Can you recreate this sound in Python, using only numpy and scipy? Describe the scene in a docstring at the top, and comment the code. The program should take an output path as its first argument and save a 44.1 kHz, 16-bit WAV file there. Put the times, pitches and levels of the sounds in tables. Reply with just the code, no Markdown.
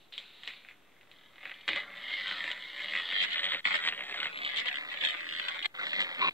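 """A hand drill clamped on a bench is cranked close to a small microphone: gear teeth tick and scrape while
the bit grinds into metal. Impacts and friction noise excite resonances of wheel, pinion, frame and bit.
Hard teeth knock singly and in rattles; fingers brush the wheel first, and late on the bit jams and chatters.
A faint workshop murmur lies behind. Both channels carry the same drill, but from midway on they slip
against each other in steps; each has its own hiss."""
import sys
import numpy as np
from scipy import signal
from scipy.fft import rfft, irfft, next_fast_len
from scipy.io import wavfile
from scipy.ndimage import uniform_filter1d, map_coordinates

SR = 44100
rng = np.random.default_rng(int(sys.argv[2]) if len(sys.argv) > 2 else 0)


def pcm_store(signal):
    """Save signal as 16-bit PCM."""
    levels = np.round(np.clip(np.atleast_2d(signal), -1, 1) * 32767)
    wavfile.write(sys.argv[1], SR, levels.astype(np.int16).T)


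def boost(x):
    """Linear amplitude factor 10**(x/20) for a level x in decibels (scalar or array-like)."""
    u = np.asarray(x, float) / 20
    return 10 ** u


N = 279153

# Resonances of the drill's parts: (centre [Hz], width in each of two passes [Hz], gain [dB])
PINION_MODES = [(2934, 95, -5), (3189, 850, -2.5), (3547, 3300, -8.5)]
FRAME_MODES = [(185.4, 47, -3), (291, 94, -2.5), (394.6, 63, -4), (586.6, 92, 3), (742, 174, 0),
               (1146, 640, -3.5), (1299, 417, -2)]
BIT_MODES = [(5025, 143, 3), (5850, 140, 1), (6130, 220, -4.5), (7550, 940, 8.5)]
RIM_MODES = [(1523, 500, 2.8), (2544, 660, -1.8)]
# Friction between teeth: (time [s], grit and scrape over ticks [dB], clear over damped wheel ring [dB])
GRIND = [(0, 9, -25), (1.4, -3.5, -25), (1.6, 3, -18), (1.85, 7.5, 4), (2.2, 2.5, 11), (2.35, 3, -37),
         (2.5, 1, -31), (2.6, 4, 7), (3.0, -2.5, -1), (3.3, -1.5, -26), (4.5, -5, -25), (6.33, -3, -25)]
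# The hand's steady effort on the crank:
# (time [s], wheel level [dB], wheel pitch before sag and wander [Hz], pinion over wheel [dB])
EFFORT = [(0, -81, 1910, 12), (0.11, -94, 2130, 8), (0.26, -73, 2430, 8), (0.43, -71, 1940, 6),
          (0.6, -65.5, 2260, 0), (0.78, -73.5, 2131, -10), (1.33, -67, 2060, 1.5), (1.65, -69, 2144, 7),
          (1.86, -51, 2000, -14), (2.15, -49.5, 2105, -3.5), (2.32, -47, 1941, 5.5), (2.68, -53.5, 2145, 2),
          (2.92, -45.5, 2110, 6), (3.04, -46, 1890, 5.5), (3.13, -40, 2070, 0), (3.5, -45.5, 2010, 3),
          (3.95, -48, 1980, -14), (4.3, -45.5, 2020, -14.5), (4.63, -40.5, 2030, -35),
          (4.97, -47.5, 1990, -3), (5.2, -45.5, 2060, -3), (5.6, -49.5, 2030, 5.5), (5.9, -49, 1970, -38),
          (6.16, -44, 2000, -7.5), (6.29, -37, 2590, 0), (6.33, -75, 2000, 19)]


def unit(x):
    """Normalization: scales a signal to rms 1."""
    return x / np.sqrt(np.mean(x ** 2, axis=-1, keepdims=True) + 1e-20)


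def along(points, hz):
    """Interpolation of (frequency [Hz], value) points on a logarithmic frequency axis."""
    f, v = np.transpose(points)
    return np.interp(np.log(hz + 1), np.log(f + 1), v)


def curves(rows):
    """Piecewise linear envelopes: one value per sample for each column after the time."""
    s, *columns = np.transpose(rows)
    return [np.interp(np.arange(N) / SR, s, column) for column in columns]


def wobble(rate):
    """Band-limited random fluctuation: a smooth curve through rate random knots a second, at most 30."""
    return map_coordinates(rng.standard_normal(200), [np.arange(N) * rate / SR])


def filtered(x, response):
    """Linear filtering: the spectrum is multiplied by a complex response of frequency."""
    size = next_fast_len(N + SR // 2)
    return irfft(rfft(x, size) * response(np.fft.rfftfreq(size, 1 / SR)), size)[..., :N]


def rung(x, modes):
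    """Modal superposition: causal second-order resonances, each applied twice for steep skirts, add up."""
    def response(f):
        total = 0
        for centre, width, db in modes:
            resonance = 1j * f * width / (centre ** 2 - f ** 2 + 1j * f * width)
            total = total + boost(db) * resonance ** 2
        return total
    return filtered(x, response)


def shifting(x, modes, depth_db):
    """Varying modal coupling: as the parts turn, each mode is excited more and less."""
    return sum(boost(depth_db * wobble(9)) * rung(x, [mode]) for mode in modes)


def gliding(x, hz, width_hz):
    """Resonance of moving pitch by heterodyning: shift down, two-pole low-pass, shift back."""
    turn = np.exp(2j * np.pi * np.cumsum(hz) / SR)
    pole = np.exp(-np.pi * width_hz / SR)
    ring = signal.lfilter([(1 - pole) ** 2], [1, -2 * pole, pole ** 2], x / turn) * turn
    return filtered(2 * ring.real, lambda f: (1j * f / (1000 + 1j * f)) ** 2)  # the bass is held back


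def causal(points):
    """Minimum phase: folding the cepstrum gives the points' gain a causal response."""
    def response(hz):
        cepstrum = irfft(np.log(boost(along(points, hz))))
        half = len(cepstrum) // 2
        fold = np.r_[1, 2 * np.ones(half - 1), 1, np.zeros(len(cepstrum) - half - 1)]
        return np.exp(rfft(cepstrum * fold))
    return response


def coloured(spectrum, channels):
    """Spectral shaping: white noise is filtered to the given spectrum and scaled to rms 1."""
    noise = rng.standard_normal((channels, N))
    return unit(filtered(noise, lambda hz: boost(along(spectrum, hz))))


def contacts(times, sizes, life_s):
    """Impact and friction: each contact is a blow followed by a short dying scuff of noise."""
    spikes = np.bincount(np.clip((times * SR).astype(int), 0, N - 1), sizes, N)
    decay = np.exp(-np.arange(SR // 50) / (life_s * SR))
    scuff = signal.fftconvolve(spikes, decay)[:N] * rng.standard_normal(N)
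    return spikes + boost(-18.5) * scuff


def channel_hiss(mono):
    """Level-dependent noise: notched hiss, independent in each channel, rises with the loudness of mono."""
    # Spectrum of the notched hiss: (frequency [Hz], relative level [dB])
    spectrum = [(300, 0.5), (3000, -4), (5000, -7.5), (9300, -9), (9800, -15.5), (10050, -27),
                (10500, -9.5), (14600, -8), (14950, -26), (15300, -38), (15700, -0.5), (15800, -60)]
    power = uniform_filter1d(mono ** 2, SR // 25)
    loudness_db = 10 * np.log10(np.abs(power) + 1e-9)
    rise_db = 6.0 * np.clip((loudness_db + 66.5) / 30, 0, 1)
    return boost(-72.5 + rise_db) * coloured(spectrum, channels=2)


def workshop_murmur(channels):
    """Diffuse background: the workshop's murmur is steady noise of a broad low spectrum."""
    # Murmur spectrum: (frequency [Hz], relative level [dB])
    spectrum = [(25, -50), (60, -11), (150, 1), (250, 3), (500, -0.5), (1000, -5), (2000, -8), (3500, -10),
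                (4500, -19), (6000, -50)]
    return coloured(spectrum, channels)


def bench(x):
    """Reverberation: bench and walls answer with a diffuse random tail, redrawn so that no colouring builds up."""
    t, step = np.arange(SR // 8) / SR, SR // 6
    answer = np.zeros(N + step + len(t))
    for start in range(0, N, step):  # a new random tail six times a second
        tail = rng.standard_normal(len(t)) * boost(-60 * t / 0.068) * (t > 0.002)  # 60 dB in 68 ms
        piece = signal.fftconvolve(x[start:start + step], tail / np.linalg.norm(tail))
        answer[start:start + len(piece)] += piece
    return answer[:N]


def fingers():
    """Sliding friction: skin on painted metal makes a light bright rasp, noise through two broad resonances."""
    # Fingers slide over the wheel: (time [s], level [dB])
    slide = [(0, -64.5), (0.08, -72), (0.118, -83), (0.125, -46), (0.2, -54.5), (0.3, -58), (0.43, -58.5),
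             (0.48, -50), (0.6, -59.5), (0.75, -75), (0.9, -97)]
    # Rasp resonances: (centre [Hz], width in each pass [Hz], gain [dB])
    rasp_modes = [(3740, 1300, 2), (3020, 1200, -2)]
    return boost(curves(slide)[0] + 1.6 * wobble(25.6)) * unit(rung(rng.standard_normal(N), rasp_modes))


def lurch():
    """Structural resonance: the drill lurches against the vise, which answers noise with a low shudder."""
    # Strength of the lurch: (time [s], level [dB])
    strength = [(1.672, -102.5), (1.682, -53.5), (1.74, -49), (1.77, -63), (1.9, -74)]
    # Vise resonances: (centre [Hz], width in each pass [Hz], gain [dB])
    vise_modes = [(150, 130, -3), (291, 61, 12.5)]
    return boost(curves(strength)[0]) * unit(rung(rng.standard_normal(N), vise_modes))


def jam():
    """Stick-slip: fast uneven slips of the stuck bit ring the chuck."""
    # Chuck resonances: (centre [Hz], width in each pass [Hz], gain [dB])
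    chuck_modes = [(400, 178, -9.5), (1078, 165, 7), (1350, 332, -3), (2354, 224, 2), (2700, 260, -0.5),
                   (3800, 440, -7), (4738, 124, -6), (5546, 130, -10)]
    from_s, to_s, attack_s, release_s = 6.205, 6.296, 0.0065, 0.0083
    t = np.arange(N) / SR
    slips = rng.random((4000, 2))
    drive = contacts(slips[:, 0] * N / SR, 0.5 + slips[:, 1], life_s=0.003)
    held = np.clip(np.minimum((t - from_s) / attack_s, (to_s - t) / release_s), 0, 1)
    return boost(-29.5 + 1.47 * wobble(30)) * held * unit(rung(drive, chuck_modes))


def dip_gain():
    """Amplitude gating: gears and knocks dip briefly by 20.5 dB, with short edges."""
    # Level dips: (start [s], end [s])
    dips = [(3.607, 3.643), (5.667, 5.742), (6.297, 6.306)]
    t = np.arange(N) / SR
    inside = 1.0 * sum((t > start) & (t < end) for start, end in dips)
    return boost(-20.5 * uniform_filter1d(inside, SR // 400))


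def hard_teeth():
    """Impact sequence: single knocks and rattles, tooth by tooth, as rows (s, dB, pinion dB) in time order."""
    # Single hard knocks: (time [s], blow level [dB], pinion over wheel [dB])
    single_knocks = [(0.1236, -39, 1), (0.138, -36.5, 23), (0.1793, -21, 15.5), (0.4342, -27.5, 3),
                     (0.4758, -18.5, 9), (0.5356, -36, -1), (0.6482, -39.5, -5), (0.687, -35.5, -5),
                     (0.7108, -41, -10), (1.0113, -42, -2), (1.1144, -36, 6), (1.6109, -35.5, 12),
                     (1.6787, -11.5, 5), (1.6889, -11.5, -3), (1.7321, -16.5, -5), (1.76, -15.5, -1),
                     (2.0912, -33, -3), (2.1079, -27, -1), (2.28, -21, 13), (2.3116, -17, -3.5),
                     (2.441, -18, -3), (2.5147, -18, 7), (2.794, -27, -6), (2.9356, -20, -3),
                     (2.952, -20.5, -11), (3.1238, -17.5, -1.5), (3.3813, -16.5, 3), (3.4054, -18, 8),
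                     (3.4982, -18, 9), (3.5333, -13.5, 0), (3.5465, -12.5, -3), (3.8743, -10, 2),
                     (3.8865, -8.5, -1.5), (4.1252, -23, -13), (4.1604, -20, 1), (4.2021, -16, 3),
                     (4.3733, -20.5, 5), (4.4485, -16, 6), (4.4759, -17.5, 1), (4.5477, -24, 6),
                     (4.6459, -22.5, -10), (4.6573, -16, 2), (4.6827, -11.5, -0.5), (4.9402, -18, -7),
                     (4.974, -19, -6), (5.0254, -17, -8), (5.0507, -11, 20), (5.0598, -14, -3),
                     (5.0865, -13, 4), (5.1062, -15.5, 11.5), (5.1475, -18, -8.5), (5.2904, -20, 2),
                     (5.3977, -13, -2), (5.4154, -21, 2), (5.4838, -10.5, 4.5), (5.6286, -20.5, 26),
                     (5.6589, -9, 0), (5.7625, -31, 1), (5.8241, -22, -5), (5.9319, -11.5, -7.5),
                     (5.9845, -17, -8), (6.0043, -9, 7), (6.0161, -11, 2), (6.0338, -18.5, 4),
                     (6.148, -23, 8), (6.309, -36, -17)]
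    # Rattles, in which every tooth knocks:
    # (first [s], last [s], teeth per second [1/s], mean blow level [dB], mean pinion over wheel [dB])
    rattles = [(1.4546, 1.5155, 47, -28, -8.5), (1.5401, 1.5611, 47, -36.5, 11),
               (1.904, 1.9395, 54, -39, -18), (1.953, 2.0396, 110, -33.5, -2),
               (3.2154, 3.2382, 85, -11.5, 4), (3.2867, 3.3328, 88, -19.5, 0),
               (3.4319, 3.4747, 92, -16, 2.5), (3.6535, 3.672, 97, -11.5, -3.5),
               (3.697, 3.7275, 95, -17, -5), (3.7414, 3.7644, 84, -12, 4.5),
               (3.9124, 3.9474, 85, -20.5, -5.5), (3.9917, 4.0228, 70, -23.5, -11),
               (4.2435, 4.269, 78, -16.5, 6), (4.5613, 4.6, 74, -12.5, 7.5), (4.7145, 4.771, 72, -19.5, -6),
               (5.311, 5.364, 78, -18.5, 0.5), (5.842, 5.9073, 80, -20, 0)]
    rows = []
    for first, last, rate, db, pinion_db in rattles:
        for s in np.linspace(first, last, round((last - first) * rate) + 1):
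            rows.append((s, db, pinion_db))
    scatter = rng.standard_normal((len(rows), 3)) * [0, 2.5, 4]  # time, level [dB], pinion share [dB]
    rows = np.r_[single_knocks, rows + scatter]
    return rows[np.argsort(rows[:, 0])]


def knocks():
    """Impulse excitation: a hard tooth rings wheel and pinion in its own proportion."""
    s, db, pinion_db = hard_teeth().T
    share = 1 / (1 + boost(-pinion_db))
    low = contacts(s, boost(db) * (1 - share), life_s=0.00074)
    high = contacts(s, boost(db) * share, life_s=0.0026)
    wheel = boost(29.5) * gliding(low, curves(EFFORT)[1], width_hz=686)
    wheel_and_frame = wheel + boost(20.0) * rung(low, RIM_MODES) + boost(16.0) * rung(low, FRAME_MODES)
    pinion_and_bit = boost(20.0) * rung(high, PINION_MODES) + boost(16.5) * rung(high, BIT_MODES)
    rings = wheel_and_frame + pinion_and_bit
    return rings + boost(-4) * bench(rings)


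def tooth_times():
    """Gear meshing: a whole number of teeth, near the meshing rate, evenly fills the time between knocks."""
    # Meshing rate: (time [s], teeth per second before rounding [1/s])
    teeth = [(0, 21.6), (1.0, 45), (1.6, 37.4), (1.85, 105), (2.07, 107.6), (2.3, 89.5), (2.7, 57),
             (2.9, 81.5), (3.2, 94.4), (3.68, 83.7), (4.0, 70), (4.4, 71.4), (4.85, 73.3), (5.05, 83),
             (5.6, 84), (6.33, 89)]
    count = np.cumsum(curves(teeth)[0]) / SR
    knock_times = np.r_[0, hard_teeth()[:, 0], N / SR]
    count_at_knocks = count[np.minimum((knock_times * SR).astype(int), N - 1)]
    gaps = np.maximum(np.round(np.diff(count_at_knocks)), 1)
    number = np.r_[0, np.cumsum(gaps)]
    ordinary = np.setdiff1d(np.arange(number[-1]), number)  # the knocks themselves are left out
    return np.interp(ordinary, number, knock_times)


def meshing():
    """Impact and friction drive: uneven tooth ticks, weaker rebounds, grit and scrape, with the bench's answer."""
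    times = tooth_times()
    luck = rng.standard_normal((len(times), 4))
    ticks = contacts(times + 0.00064 * luck[:, 0], boost(2 * luck[:, 1]), life_s=0.0012)
    rebound_times = times + 0.0055 + 0.0014 * luck[:, 2]
    rebounds = contacts(rebound_times, boost(-13.5 + 1.6 * luck[:, 3]), life_s=0.0024)
    grit = rng.random((6000, 2))
    chip_sizes = boost(-2 * np.log(1 - grit[:, 1]))  # exponentially distributed in dB
    chips = contacts(grit[:, 0] * N / SR, chip_sizes, life_s=0.00097)
    scrape = boost(-5.5) * rng.standard_normal(N)
    grind = boost(curves(GRIND)[0])
    drive = unit(ticks + rebounds) + grind * unit(unit(chips) + scrape)
    drive = drive / np.sqrt(1 + grind ** 2)
    return unit(drive + boost(-2.0) * bench(drive))


def bites():
    """Load transients: power of all bites at wheel and pinion, each rising and decaying exponentially."""
    # The bit bites and the gears strain: (peak time [s], wheel level [dB], rise over 10 dB [s],
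    # fall over 10 dB [s], pinion over wheel [dB])
    strains = [(0.124, -59, 0.0017, 0.22, -8), (0.196, -55, 0.019, 0.036, 7.5),
               (0.439, -51, .003, 0.033, -4), (0.491, -45.5, 0.041, 0.031, -5.5),
               (0.706, -53, 0.044, 0.025, -20), (1.03, -69.5, 0.19, .07, -2), (1.129, -65, .03, .3, 2),
               (1.474, -43.5, 0.065, 0.11, -4), (1.681, -31, 0.0017, 0.053, 2),
               (1.766, -30.5, 0.025, 0.046, -5), (2.131, -40, 0.13, .2, -3),
               (2.299, -40.5, 0.14, 0.063, 0.5), (2.456, -35.5, 0.14, 0.16, -6),
               (2.806, -37, 0.067, 0.063, -4.5), (2.955, -31, 0.04, 0.086, -8.5),
               (3.157, -35, 0.019, 0.051, -4), (3.225, -34, 0.065, 0.025, 4.5),
               (3.32, -35.5, 0.021, 0.13, -1), (3.544, -36.5, .15, 0.013, 0),
               (3.654, -32, 0.0044, 0.12, -2), (3.747, -30.5, 0.11, 0.02, -4),
               (3.88, -27.5, 0.048, 0.013, -6.5), (4.258, -38.5, .3, 0.029, -0.5),
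               (4.37, -57.5, .05, .1, -11), (4.454, -39, 0.088, .15, 0), (4.588, -26.5, 0.026, 0.015, -6),
               (4.675, -34, 0.013, 0.017, 3), (4.782, -35.5, 0.087, 0.027, -7),
               (4.925, -38.5, 0.061, 0.012, -6), (5.056, -26.5, 0.033, 0.037, -2),
               (5.396, -38.5, 0.21, 0.17, -5), (5.577, -37, 0.11, 0.038, -19.5),
               (5.66, -30, .015, 0.0023, -2), (5.747, -58, .004, 0.092, 9),
               (5.794, -33.5, 0.0063, 0.094, -6.5), (6.014, -35, 0.18, 0.081, -2.5),
               (6.218, -44, 0.083, 0.05, -2), (6.254, -49.5, 0.038, 0.074, -11)]
    t, wheel, pinion = np.arange(N) / SR, 0, 0
    for s, db, rise_s, fall_s, pinion_db in strains:
        distance = np.where(t < s, (s - t) / rise_s, (t - s) / fall_s)
        power = boost(2 * (db - 10 * distance))
        wheel = wheel + power
        pinion = pinion + power * boost(2 * pinion_db)
    return wheel, pinion


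def gears():
    """Forced vibration: meshing shakes wheel, pinion, bit and frame; the hand's pressure bends the wheel's pitch."""
    # How the hand leans: (time [s], frame pressed into the vise [dB], bit pressed into the metal [dB])
    lean = [(0, 10, 19), (0.7, 3.5, 5), (1.5, 5.5, -7.5), (2.2, -1, -2.5), (2.65, 0.5, 3), (3.2, -3, -1.5),
            (3.7, -4, 6), (4.1, 3, 9), (4.6, -1, -2), (5.1, 1, 6), (5.6, 2.5, 0), (6.33, 2, 0.5)]
    effort_db, wheel_hz, pinion_db = curves(EFFORT)
    steady = boost(2 * effort_db)  # power
    bite, bite_pinion = bites()

    def strength(steady_db, bite_db):
        return np.sqrt(steady * boost(2 * steady_db) + bite * boost(2 * bite_db))

    sag_hz = 40 * bite / (steady + bite)  # the pitch drops while a bite outweighs the steady effort
    wheel_hz = wheel_hz - sag_hz + 50 * wobble(11)
    drive = meshing()

    ring = boost(curves(GRIND)[1])  # a freely turning wheel rings longer
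    damped = unit(gliding(drive, wheel_hz, width_hz=710))
    damped = damped + boost(-4.5) * unit(shifting(drive, RIM_MODES, depth_db=3))
    free = unit(gliding(drive, wheel_hz, width_hz=260))
    wheel = np.sqrt(steady + bite) * (damped + ring * free) / (1 + ring)

    pinion_level = np.sqrt(steady * boost(2 * pinion_db) + bite_pinion)
    pinion = pinion_level * unit(shifting(drive, PINION_MODES, depth_db=2.5))

    frame_db, bit_db = curves(lean)
    bit = boost(bit_db) * strength(-4.5, -4.5) * unit(rung(drive, BIT_MODES))
    frame = unit(rung(drive + boost(-12.0) * rng.standard_normal(N), FRAME_MODES))
    # the frame hums with the steady effort, less with the bites
    frame = strength(-5.5, -13.5) * boost(frame_db) * frame
    return dip_gain() * (wheel + pinion + bit + frame)


def scene():
    """Superposition: the drill is alike in both channels; part of the murmur is shared, part independent."""
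    drill = gears() + dip_gain() * knocks() + jam() + lurch() + fingers()
    near = drill + boost(-68.0) * workshop_murmur(channels=1)[0]
    return np.array([near, near]) + boost(-69.5) * workshop_murmur(channels=2)


def slipped(right):
    """Interchannel delay: the channel is spliced from copies of itself at stepwise changing delays."""
    # Delay steps: (start [s], lag of the left channel behind the right [ms])
    steps = [(0, 0), (3.137, 1.54), (3.225, -9.43), (3.27, 4.44), (3.312, 2.81), (3.352, -0.09),
             (3.626, -0.91), (3.731, -3.17), (3.773, -2.09), (3.808, -0.09), (4.285, 6.17), (4.32, -0.27),
             (4.395, 0.27), (4.489, 5.9), (4.532, -8.8), (4.564, 4.44), (4.617, -4.17), (4.654, -4.08),
             (4.699, 1.18), (4.739, 0.63), (4.781, 0.18), (4.903, -3.54), (4.956, 1.72), (5.033, 1.18),
             (5.076, -1.63), (5.123, 5.9), (5.163, 4.97), (5.2, 0.63), (5.412, -2.0), (5.502, 6.35),
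             (5.542, 8.98), (5.577, 0.54), (5.619, 2.45), (5.704, 0.18)]
    edges = [round(s * SR) for s, _ in steps] + [N]
    spliced = np.zeros(N)
    for (_, ms), start, end in zip(steps, edges, edges[1:]):
        inside = np.zeros(N)
        inside[start:end] = 1
        fade = uniform_filter1d(inside, SR // 100, mode="nearest")  # 10 ms cross-fade
        spliced += fade * np.roll(right, -round(ms * SR / 1000))
    return spliced


def roll_off(x):
    """The treble ends steeply here."""
    return signal.sosfilt(signal.butter(12, 15750, fs=SR, output="sos"), x)


def record(dry):
    """Transduction: the microphone's response, slipping channels, added hiss and a small constant offset."""
    # Microphone response: (frequency [Hz], gain [dB])
    microphone = [(25, -27), (60, 6), (160, -3.5), (3900, 2), (4600, -8), (5200, -20), (6500, -23),
                  (7600, -29), (9000, -31.5), (12000, -42)]
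    left, right = filtered(dry, causal(microphone))
    mix = np.array([left, slipped(right)]) + channel_hiss(left) - 0.0006
    return roll_off(mix)


dry = scene()
out = record(dry)
pcm_store(out)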